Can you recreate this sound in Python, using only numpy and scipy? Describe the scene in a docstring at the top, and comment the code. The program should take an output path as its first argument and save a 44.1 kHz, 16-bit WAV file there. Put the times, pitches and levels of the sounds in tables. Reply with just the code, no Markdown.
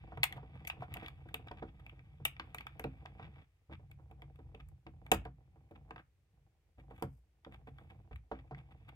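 """A hamster gnaws a peanut inside a cardboard box, close to a two-port microphone in a quiet room.
Brittle fracture under its teeth excites the shell's resonances as cracks, rasps and crumbs.
The nut rubs and knocks on the floor, driving the cardboard's bending modes, and the animal's
shifting weight makes the lowest modes rumble. Box and room add short reflections,
and a gentle gain control lowers the level after loud snaps."""
import sys
import numpy as np
from scipy import signal
from scipy.fft import rfft, irfft, next_fast_len
from scipy.io import wavfile
from scipy.ndimage import uniform_filter1d

SR = 44100
rng = np.random.default_rng(int(sys.argv[2]) if len(sys.argv) > 2 else 0)


def wrap_up_sound(samples):
    """Save the sound to the file named by the first command line argument, as 16-bit audio."""
    columns = np.atleast_2d(samples).T
    # keep every value between -1 and 1, then stretch to whole-number steps
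    tamed = np.clip(columns, -1, 1)
    steps = np.round(tamed * 32767).astype(np.int16)
    wavfile.write(sys.argv[1], SR, steps)


N = 394694
FFT_SIZE = next_fast_len(N, real=True)


def from_db(db):
    """Decibels to amplitude ratio."""
    return 10 ** (np.asarray(db) / 20)


def rms_one(x):
    """Normalisation to unit rms."""
    return x / np.sqrt(np.mean(x ** 2) + 1e-20)


def at_hz(points, hz):
    """Interpolation on a log-frequency axis."""
    f, value = np.transpose(points)
    return np.interp(np.log(hz + 1e-9), np.log(f), value)


def cut(x, hz, kind, order=2):
    """Butterworth filtering."""
    sections = signal.butter(order, np.clip(hz, 10, SR * 9 / 20), kind, fs=SR, output="sos")
    return signal.sosfilt(sections, x + 1e-18)


def resonate(x, resonances):
    """Modal superposition: damped resonators in parallel, with alternating signs."""
    out = 0
    for k, (hz, width, db) in enumerate(resonances):
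        r = np.exp(-np.pi * width / SR)
        poles = [1, -2 * r * np.cos(2 * np.pi * hz / SR), r * r]
        ring = (1 - r * r) / 2 * signal.lfilter([1, 0, -1], poles, x + 1e-18)
        out = out + (-1) ** k * from_db(db) * ring
    return out


def evened(x, span_s):
    """Normalisation of the running rms, keeping the faster detail."""
    size = max(int(span_s * SR), 3)
    power = uniform_filter1d(uniform_filter1d(np.mean(np.atleast_2d(x) ** 2, axis=0), size), size)
    return x / np.sqrt(np.maximum(power, 0) + 1e-5 * np.mean(x ** 2))


def add(track, start_s, sound):
    """Superposition of a sound on a track."""
    i = max(round(start_s * SR), 0)
    track[..., i:i + sound.shape[-1]] += sound[..., :N - i]


def grains(per_s, spread_db):
    """Poisson process: random impulses, mostly small, a few large."""
    clicks = np.zeros(N)
    chance, size, sign = rng.random((3, N))
    born = chance < per_s / SR
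    size_db = spread_db * np.minimum(-np.log(size[born] + 1e-9), 4)
    clicks[born] = from_db(size_db) * np.sign(sign[born] - .5)
    return clicks


# Background spectrum: (frequency [Hz], relative spectral level [dB])
ROOM_SPECTRUM = [(25, -22), (55, -3.5), (90, -8.5), (140, -13.5), (220, -31.5), (420, -24.5), (750, -34),
                 (1300, -35.5), (2200, -33), (4000, -40.5), (8000, -44), (16000, -49)]

def room_tone(level_db=-76.5, coherent_hz=900):
    """Diffuse field: the faint room noise is coherent between the ports only at long wavelengths."""
    hz = np.arange(FFT_SIZE // 2 + 1) * SR / FFT_SIZE
    mid, side = rfft(rng.standard_normal((2, FFT_SIZE))) * from_db(at_hz(ROOM_SPECTRUM, hz))
    coherence = 1 / (1 + (hz / coherent_hz) ** 2)
    tone = irfft(np.sqrt(1 + coherence) * mid + np.sqrt(1 - coherence) * side * [[1], [-1]], FFT_SIZE)
    return from_db(level_db) * rms_one(tone[:, :N])


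# Bouts of gnawing and handling: (start [s], duration [s], load on the floor [dB])
ACTIVITY = [(0.0, 1.7, -58), (1.74, 1.663, -60), (3.69, 1.09, -60), (4.853, 0.42, -59.5), (5.36, 0.3, -66),
            (5.71, 0.25, -62.5), (6.333, 0.14, -72), (6.778, 0.21, -61), (7.46, 0.61, -61),
            (8.32, 1.03, -61.5)]

def bouts(levels_db, attack_s=.02, release_s=.029):
    """Amplitude envelope: each bout rises linearly, holds and decays exponentially."""
    t = np.arange(0, N, 44) / SR
    shapes = []
    for (start, length, _), db in zip(ACTIVITY, levels_db):
        rise = np.clip((t - start) / attack_s + .5, 0, 1)
        decay = np.exp(-np.maximum(t - start - length, 0) / release_s)
        shapes.append(from_db(db) * rise * decay)
    return np.interp(np.arange(N) / SR, t, np.max(shapes, axis=0))


# Work on the nut: (time [s], rubbing on cardboard [dB], teeth on shell [dB], rustle [dB])
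WORK_LEVELS = [(0.0, -68, -71.5, -98), (0.97, -71.5, -75, -94.5), (1.12, -76, -75, -89),
               (1.54, -75, -76.5, -98), (1.72, -73, -77, -99), (2.22, -82.5, -80, -101),
               (2.44, -75.5, -71.5, -85.5), (3.24, -71, -76.5, -94), (3.49, -89, -81.5, -101),
               (4.01, -79, -91.5, -100), (4.41, -75.5, -86, -99), (4.88, -85.5, -94, -100),
               (5.08, -69, -86, -96.5), (5.53, -84, -91, -99), (5.86, -72, -88.5, -100),
               (6.11, -91, -100, -101), (6.81, -81.5, -99, -101), (6.98, -66, -95, -96.5),
               (7.23, -85.5, -110, -104.5), (7.9, -72, -80.5, -90), (8.13, -79.5, -93, -100),
               (8.95, -74.5, -77.5, -100.5)]

def effort(rest_db=-9):
    """Amplitude modulation: gains of rubbing, teeth and rustle; the first two ease between bouts."""
    times, *curves_db = np.transpose(WORK_LEVELS)
    rubbing, teeth, rustle = (from_db(np.interp(np.arange(N) / SR, times, db)) for db in curves_db)
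    busy = np.maximum(bouts(np.zeros(len(ACTIVITY))), from_db(rest_db))
    return busy * rubbing, busy * teeth, rustle


# Resonances of the nut's cavity, wall and fibres: (frequency [Hz], bandwidth [Hz], gain [dB])
HOLLOW_MODES = [(744, 360, -5.5), (1250, 240, -2.5), (1740, 290, -2)]
WALL_MODES = [(2240, 380, 3), (2780, 650, 1.5), (3137, 1000, 0), (3690, 430, -2.5), (4830, 790, -12)]
SNAP_MODES = [(4850, 350, -1), (6600, 2000, -6), (8500, 1300, 1), (11500, 4700, -1), (13500, 2600, 1.5)]

def shell_parts(force, grip=1):
    """Forced vibration: the nut's hollow, wall and fibres respond; the grip scales their frequencies."""
    parts = (HOLLOW_MODES, WALL_MODES, SNAP_MODES)
    return np.array([resonate(force, np.array(modes) * [grip, 1, 1]) for modes in parts])


def radiated(parts, bands_hz=((650, 1850), (1850, 3850), (4000, 19000))):
    """Band-limited radiation: hollow, wall and fibres each sound mainly in their own range."""
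    return [cut(x, band, "band") for x, band in zip(parts, bands_hz)]


def grit(per_s, spread_db, hollow_db):
    """Microfracture: a stream of tiny breaks excites the shell's body and its bright fibres."""
    hollow, wall, snap = (evened(x, .033) for x in radiated(shell_parts(grains(per_s, spread_db))))
    return rms_one(wall + from_db(hollow_db) * hollow), snap


def rasp(teeth, rustle, rustle_db=-4.5):
    """Friction noise: teeth and claws rub lightly on the shell while the nut is held."""
    body, snap = grit(per_s=6600, spread_db=6, hollow_db=-4.5)
    return teeth * body + rustle * from_db(rustle_db) * cut(snap, 5200, "high")


# Bending modes of the floor in low, middle and high groups:
# (frequency [Hz], gain [dB], free decay T60 [s], right minus left [dB])
CARDBOARD_MODES = [
    [(193, -3, 0.2, 2.5), (263.5, -1.5, 0.25, 1)],
    [(325, -1, 0.15, 0.5), (451, 2, 0.092, 3.5), (469.7, -3, 0.029, 1.5), (571, -3.5, 0.093, -0.5)],
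    [(665, -5.5, 0.062, -2), (727.3, 1, 0.1, -0.5), (763.5, 3.5, 0.061, 7.5), (913.7, -7.5, .06, 6),
     (947, -5.5, 0.075, 9.5), (1130, -21, 0.05, -3.5), (1490, -22, 0.06, 2)],
]

def scuffs(rubbing, level_db=6, damping=1.5, db_per_octave=-5, soft_hz=2400):
    """Stick-slip friction: dragging nut and paws excite the floor's modes, damped by the contact."""
    out = np.zeros((2, N))
    slips = cut(grains(per_s=130, spread_db=5.5), soft_hz, "low")
    for k, (hz, db, t60, right_db) in enumerate(sum(CARDBOARD_MODES, [])):
        width = damping * np.log(1000) / (np.pi * t60)
        ring = resonate(slips, [(hz, width, db + db_per_octave * np.log2(hz))])
        out += (-1) ** k * from_db(np.array([[-1], [1]]) * right_db / 2) * ring
    return rubbing * from_db(level_db) * evened(out, .08)


# Lowest floor modes: (frequency [Hz], bandwidth [Hz], gain [dB])
SWAY_MODES = [(53.9, 7.7, 3), (79.6, 35, -0.5)]
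DRUM_MODES = [(136.3, 22, 0)]
# A paw or the body comes down: (time [s], sway level [dB], drum level [dB])
FOOTFALLS = [(0.13, -52.5, -74), (0.17, -72, -48), (0.34, -62, -48.5), (0.541, -66.5, -50),
             (0.77, -65, -49.5), (0.9, -50.5, -58), (2.198, -58.5, -51.5), (2.84, -50.5, -47),
             (2.949, -55.5, -65), (3.218, -58, -50), (3.7, -53.5, -58), (4.229, -63, -60),
             (4.44, -52.5, -72), (4.62, -51, -74), (5.14, -43.5, -53.5), (5.259, -69, -52),
             (5.91, -71, -57), (7.019, -48.5, -46), (7.679, -57.5, -56.5), (8.11, -45, -62),
             (8.51, -72, -48)]

def rumble(load_db=(2, -1.5), rest_db=(-75, -89), apart_db=-16.5, rise_s=.029):
    """Random forcing: the moving animal drives the floor's sway and drum modes, more at each step."""
    t = np.arange(SR // 3) / SR
    steps = np.zeros((2, N))
    for start, *levels in FOOTFALLS:
        add(steps, start, np.outer(from_db(levels), t / rise_s * np.exp(1 - t / rise_s)))
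    load = bouts([db for _, _, db in ACTIVITY])
    moving = np.maximum(np.outer(from_db(load_db), load), from_db(rest_db)[:, None])
    sway_gain, drum_gain = np.hypot(moving, steps)
    common, apart, taps = rng.standard_normal((3, N))
    push = common + from_db(apart_db) * apart * [[1], [-1]]   # slightly unlike at the two ports
    sway = cut(cut(resonate(push, SWAY_MODES), 39, "high", order=4), 120, "low", order=4)
    drum = cut(cut(resonate(taps, DRUM_MODES), 90, "high"), 130, "low", order=3)
    return sway_gain * evened(sway, .057) + drum_gain * evened(drum, .15)


def crumbs(teeth, level_db=13.5, snap_db=-28.5, break_s=.006):
    """Acoustic emission: flakes break off at random, louder the harder the teeth work."""
    t = np.arange(SR // 25) / SR
    bursts = signal.fftconvolve(np.abs(grains(per_s=12, spread_db=6)), np.exp(-t / break_s))[:N]
    hollow, wall, snap = radiated(shell_parts(bursts * rng.standard_normal(N)))
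    return teeth * from_db(level_db) * (hollow + wall / 2 + from_db(snap_db) * snap)


def knock_levels(db, hardness_db, low_db=-6.5, low_loss=.2):
    """Contact stiffness: of the low, middle and high modes, a hard contact favours the high."""
    return db + low_db - low_loss * hardness_db, db, db + hardness_db


# The nut strikes the floor: (time [s], level [dB], hardness as high-mode boost [dB])
NUT_IMPACTS = [(0.1207, -62.5, 9.5), (0.1735, -55.5, 4.5), (0.234, -72, 26), (0.3286, -63.5, 6.5),
               (0.3771, -67.5, 14.5), (0.4305, -57.5, -5), (0.768, -62, -3), (0.822, -57, 12.5),
               (0.961, -60, 7.5), (1.2575, -61, -5.5), (1.3413, -54, -1), (1.3945, -61, -1.5),
               (1.5118, -53.5, 3.5), (1.6239, -46, -3), (1.926, -66, -7), (2.2003, -63, -5.5),
               (2.2533, -59.5, 4.5), (2.398, -57.5, -9), (2.4736, -67.5, -3), (2.5461, -63, 5),
               (2.7953, -53, 0), (2.844, -41.5, -6), (3.0541, -68, 11.5), (3.1961, -66, 10.5),
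               (3.697, -59.5, -6.5), (3.796, -68, -5), (3.9962, -69, -0.5), (4.112, -66, 3),
               (4.223, -63.5, 0.5), (4.3894, -61, -6), (4.5455, -58, -4.5), (4.8656, -55, -3),
               (5.1169, -31.5, 5), (5.2557, -51.5, 3.5), (5.559, -71.5, 0), (5.7106, -57, -6.5),
               (5.9086, -57.5, -2), (5.9597, -64.5, 7.5), (6.7855, -65.5, -6), (6.9092, -57.5, -1.5),
               (7.0236, -41, -1), (7.4646, -54.5, -6.5), (7.6727, -59, -0.5), (8.111, -60, -1.5),
               (8.3147, -43, 0), (8.51, -53.5, 3)]

def knocks(vary_db=3.5, build_s=.0006, trim_db=(-.3, -.3, -.5), crush_db=-6, crush_s=.015):
    """Impact excitation: the cardboard crushes with a thud and rings, differently at each spot."""
    t = np.arange(SR // 5) / SR
    onset = 3 * SR // 100   # the first 30 ms set the level
    out = np.zeros((2, N))
    for group, modes in enumerate(CARDBOARD_MODES):
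        hz, db, t60, right_db = np.transpose(modes)
        rings = np.exp(2j * np.pi * np.outer(hz, t)) * from_db(-60 * t / t60[:, None])
        rings *= 1 - np.exp(-t / build_s)   # the bending wave needs time to spread
        sides = from_db(np.outer([-1, 1], right_db) / 2)
        crushes = rng.standard_normal((len(NUT_IMPACTS), len(t))) * np.exp(-t / crush_s)
        thuds = cut(crushes, (hz.min(), hz.max()), "band")
        for (start, knock_db, hardness_db), thud in zip(NUT_IMPACTS, thuds):
            strength, phase = rng.standard_normal((2, len(hz)))
            weights = sides * from_db(db + vary_db * strength) * np.exp(1j * phase / 2)
            ringing = np.imag(weights @ rings)
            sound = ringing / ringing[:, :onset].std() + from_db(crush_db) * thud / thud[:onset].std()
            gain = from_db(knock_levels(knock_db, hardness_db)[group] + trim_db[group])
            add(out, start, gain * sound / sound[:, :onset].std())
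    return out


def bounce(hz=59, t60=.6, build_s=.0053, level_db=2):
    """Free vibration: each knock sets the whole floor panel swinging in its lowest mode."""
    t = np.arange(SR // 2) / SR
    swing = np.sin(2 * np.pi * hz * t) * from_db(-60 * t / t60) * (1 - np.exp(-t / build_s))
    out = np.zeros(N)
    for start, db, hardness_db in NUT_IMPACTS:
        add(out, start, from_db(knock_levels(db, hardness_db)[0] + level_db) * swing)
    return out


# The shell splits: (time [s], hollow level [dB], wall level [dB], snap level [dB])
FRACTURES = [(0.173, -57, -51, -71), (0.2315, -41, -20.5, -34.5), (0.2382, -32.5, -27, -27.5),
             (0.3241, -52, -40, -54.5), (0.6491, -76, -48.5, -66), (0.6712, -63, -37.5, -47),
             (0.6764, -53, -66, -41.5), (0.6987, -39, -33, -59), (0.9392, -59, -42, -46),
             (0.9684, -71, -44.5, -60), (1.0605, -58, -43.5, -65), (1.082, -50, -47.5, -60.5),
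             (1.3419, -42.5, -34, -42), (1.4832, -53.5, -52, -78.5), (1.5135, -52, -52, -72),
             (1.8634, -62, -48.5, -70.5), (1.894, -62.5, -51, -76), (1.9914, -65.5, -58, -87),
             (2.2515, -35.5, -26, -29), (2.3647, -61, -52.5, -82), (2.3964, -38, -40, -67.5),
             (2.5454, -43.5, -41.5, -47), (2.5828, -58, -42, -59), (2.6069, -50.5, -45, -63.5),
             (2.6671, -43, -43, -60.5), (2.7949, -49, -43.5, -47), (2.8399, -45, -41.5, -59.5),
             (3.0571, -51, -49, -71), (3.9127, -64.5, -58.5, -65.5), (4.1115, -74, -63, -75.5),
             (4.219, -59.5, -52.5, -72), (4.357, -71.5, -68.5, -76), (4.39, -71, -72, -86),
             (4.5471, -70, -52.5, -75), (4.686, -74, -75, -66.5), (4.866, -56, -54.5, -82),
             (5.0636, -57.5, -54.5, -68.5), (5.116, -29.5, -22, -25.5), (5.119, -34, -35.5, -30),
             (5.1365, -50, -40.5, -43), (5.144, -46.5, -51, -42.5), (5.2509, -52.5, -52.5, -68.5),
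             (5.7107, -78.5, -69, -76.5), (5.907, -44.5, -50, -72.5), (5.9596, -49, -55, -80),
             (5.9786, -54.5, -58, -90), (5.994, -57, -67, -88), (7.0231, -65, -44.5, -45.5),
             (7.447, -54, -53.5, -78), (7.7834, -56.5, -58, -79.5), (8.1282, -63, -59, -88),
             (8.1578, -58, -55, -70), (8.3162, -52.5, -59, -78), (8.5462, -54.5, -50.5, -83)]
# Colour of the splinters: (hollow gain [dB], wall gain [dB], snap gain [dB])
SPLINTER_GAINS = (2.0, -5, 0)

def cracks(tear_s=.0006, splinter_db=-19, splinter_s=.014, grip_spread=.06, trim_db=(-.5, 0, 0)):
    """Brittle fracture: a brief burst of tearing fibres and a trail of splinters ring the shell."""
    t = np.arange(SR // 30) / SR
    responses = []
    for _ in FRACTURES:
        tear, splinters, sizes = rng.standard_normal((3, len(t)))
        force = tear * (t / tear_s) * np.exp(1 - t / tear_s)   # the split runs fast, then stalls
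        trail = splinters * from_db(splinter_db + 2 * sizes) * np.exp(-t / splinter_s)
        grip = np.exp(grip_spread * rng.uniform(-1, 1))
        splintering = from_db(SPLINTER_GAINS)[:, None] * shell_parts(trail, grip)
        responses.append(shell_parts(force, grip) + splintering)
    onset = 3 * SR // 1000   # the first 3 ms set the level
    out = np.zeros(N)
    for part, sounds in enumerate(radiated(np.swapaxes(responses, 0, 1))):
        for (start, *levels), sound in zip(FRACTURES, sounds):
            onset_rms = np.sqrt(np.mean(sound[:onset] ** 2))
            add(out, start, from_db(levels[part] + trim_db[part]) * sound / onset_rms)
    return out


# A tooth or claw drags on the shell: (time [s], duration [s], shell level [dB], fibre level [dB])
GNAWS = [(0.357, 0.023, -59, -75.5), (0.508, 0.16, -73, -94.5), (0.788, 0.079, -67, -85),
         (0.892, 0.096, -64.5, -88), (0.955, 0.16, -61.5, -85), (1.465, 0.021, -64, -84),
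         (1.564, 0.042, -66.5, -91), (1.618, 0.012, -64, -95), (1.668, 0.034, -68.5, -98),
         (2.58, 0.06, -70.5, -88), (3.17, 0.12, -65.5, -93.5), (3.31, 0.15, -74, -99),
         (3.707, 0.054, -62.5, -86.5), (4.593, 0.021, -65.5, -89), (5.749, 0.021, -69, -93),
         (5.965, 0.052, -72, -94), (6.78, 0.036, -72, -88.5), (6.899, 0.031, -73.5, -86.5),
         (6.933, 0.1, -74, -83.5), (7.054, 0.18, -102, -87.5), (7.51, 0.055, -65.5, -82.5),
         (7.666, 0.034, -67.5, -85), (7.728, 0.15, -82, -93), (7.894, 0.03, -66.5, -85.5),
         (8.108, 0.041, -70.5, -91), (8.329, 0.093, -71, -95), (8.561, 0.055, -69, -89.5),
         (8.706, 0.023, -69.5, -88.5), (8.875, 0.033, -63.5, -80.5)]

def tooth_pressure():
    """Contact loading: shell and fibre gains follow a half sine as the tooth digs in and lets go."""
    pressure = np.zeros((2, N))
    for start, length, *levels in GNAWS:
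        swell = np.sin(np.linspace(0, np.pi, int(length * SR)))
        add(pressure, start, np.outer(from_db(levels), swell))
    return pressure


def strokes(on_shell, on_fibres, shell_db=5.5, fibre_db=3):
    """Abrasion: the shell crumbles and its fibres tear under the dragging tooth."""
    body, snap = grit(per_s=3000, spread_db=7, hollow_db=-1.5)
    return from_db(shell_db) * on_shell * body + from_db(fibre_db) * on_fibres * snap


# Standing waves in the box: (frequency [Hz], bandwidth [Hz], gain [dB])
AIR_MODES = [(1264, 26, 1), (1382, 60, -1.5), (1504, 50, 0), (1672, 55, -1), (2300, 130, 1),
             (2640, 86, -5.5), (3013, 75, -6)]

def box(x, echoes_s=(.0026, .0031), wall_db=-6.5, ring_db=-16.5):
    """Cavity resonance and early reflection: the air rings and the walls echo once to each port."""
    out = np.tile(x + from_db(ring_db) * resonate(x, AIR_MODES), (2, 1))
    for port, delay_s in zip(out, echoes_s):
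        add(port, delay_s, from_db(wall_db) * x)
    return out


# Decay of the room: (frequency [Hz], T60 [s])
REVERB_TIMES = [(500, .2), (1500, .23), (3000, .19), (6000, .15), (14000, .125)]

def room(x, build_s=.003):
    """Reverberation: a dense exponential tail, shorter in the treble, different at each port."""
    t = np.arange(SR // 2) / SR
    edges_hz = np.geomspace(150, 19000, 9)
    white = rng.standard_normal((2, 2, len(t)))
    tail = 0
    for k, band in enumerate(zip(edges_hz, edges_hz[1:])):
        t60 = at_hz(REVERB_TIMES, np.sqrt(np.prod(band)))
        tail = tail + cut(white[k % 2], band, "band") * from_db(-60 * t / t60)
    response = rms_one(tail * (1 - np.exp(-t / build_s))) / np.sqrt(len(t))
    return signal.fftconvolve(x[None], response, axes=1)[:, :N]


def ports(x, shadow_hz=3800, leak_db=-20, lag_s=.00019):
    """Acoustic shadow: the right port faces away, so it hears later and misses most of the treble."""
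    left, right = x
    hz = np.arange(FFT_SIZE // 2 + 1) * SR / FFT_SIZE
    shadow = np.sqrt(1 / (1 + (hz / shadow_hz) ** 7) + from_db(leak_db) ** 2)
    delay = np.exp(-2j * np.pi * hz * lag_s)
    return np.array([left, irfft(rfft(right, FFT_SIZE) * shadow * delay, FFT_SIZE)[:N]])


def gain_control(x, threshold_db=-38.5, squeeze=.13, release_db_per_s=55.5, smooth_s=.16):
    """Dynamic compression: loud snaps turn the gain down a little; it then creeps back."""
    power = uniform_filter1d(np.mean(x ** 2, axis=0), SR // 300)
    level_db = 10 * np.log10(np.maximum(power, 0) + 1e-12)
    fall_db = release_db_per_s * np.arange(N) / SR
    peak_db = np.maximum.accumulate(level_db + fall_db) - fall_db
    reduction_db = squeeze * np.maximum(peak_db - threshold_db, 0) + 1e-9
    r = np.exp(-1 / (smooth_s * SR))
    return x * from_db(-signal.lfilter([1 - r], [1, -r], reduction_db))


def scene(drag_db=1, shell_room_db=-14, floor_room_db=-18):
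    """Superposition: shell, cardboard and their reflections add at the ports, over the room noise."""
    rubbing, teeth, rustle = effort()
    on_shell, on_fibres = tooth_pressure()
    shell = cracks() + strokes(on_shell, on_fibres) + rasp(teeth, rustle) + crumbs(teeth)
    dragging = from_db(drag_db) * on_shell   # each stroke also drags the nut over the cardboard
    floor = knocks() + scuffs(np.hypot(rubbing, dragging))
    reverb = room(from_db(shell_room_db) * shell + from_db(floor_room_db) * floor.mean(axis=0))
    return ports(box(shell) + floor + reverb + rumble() + bounce()) + room_tone()


def record(dry, cutoff_hz=16000):
    """Band limiting: a steep elliptic low-pass follows the gain control."""
    lowpass = signal.ellip(10, .1, 70, cutoff_hz, fs=SR, output="sos")
    return signal.sosfilt(lowpass, gain_control(dry))


dry = scene()
out = record(dry)
wrap_up_sound(out)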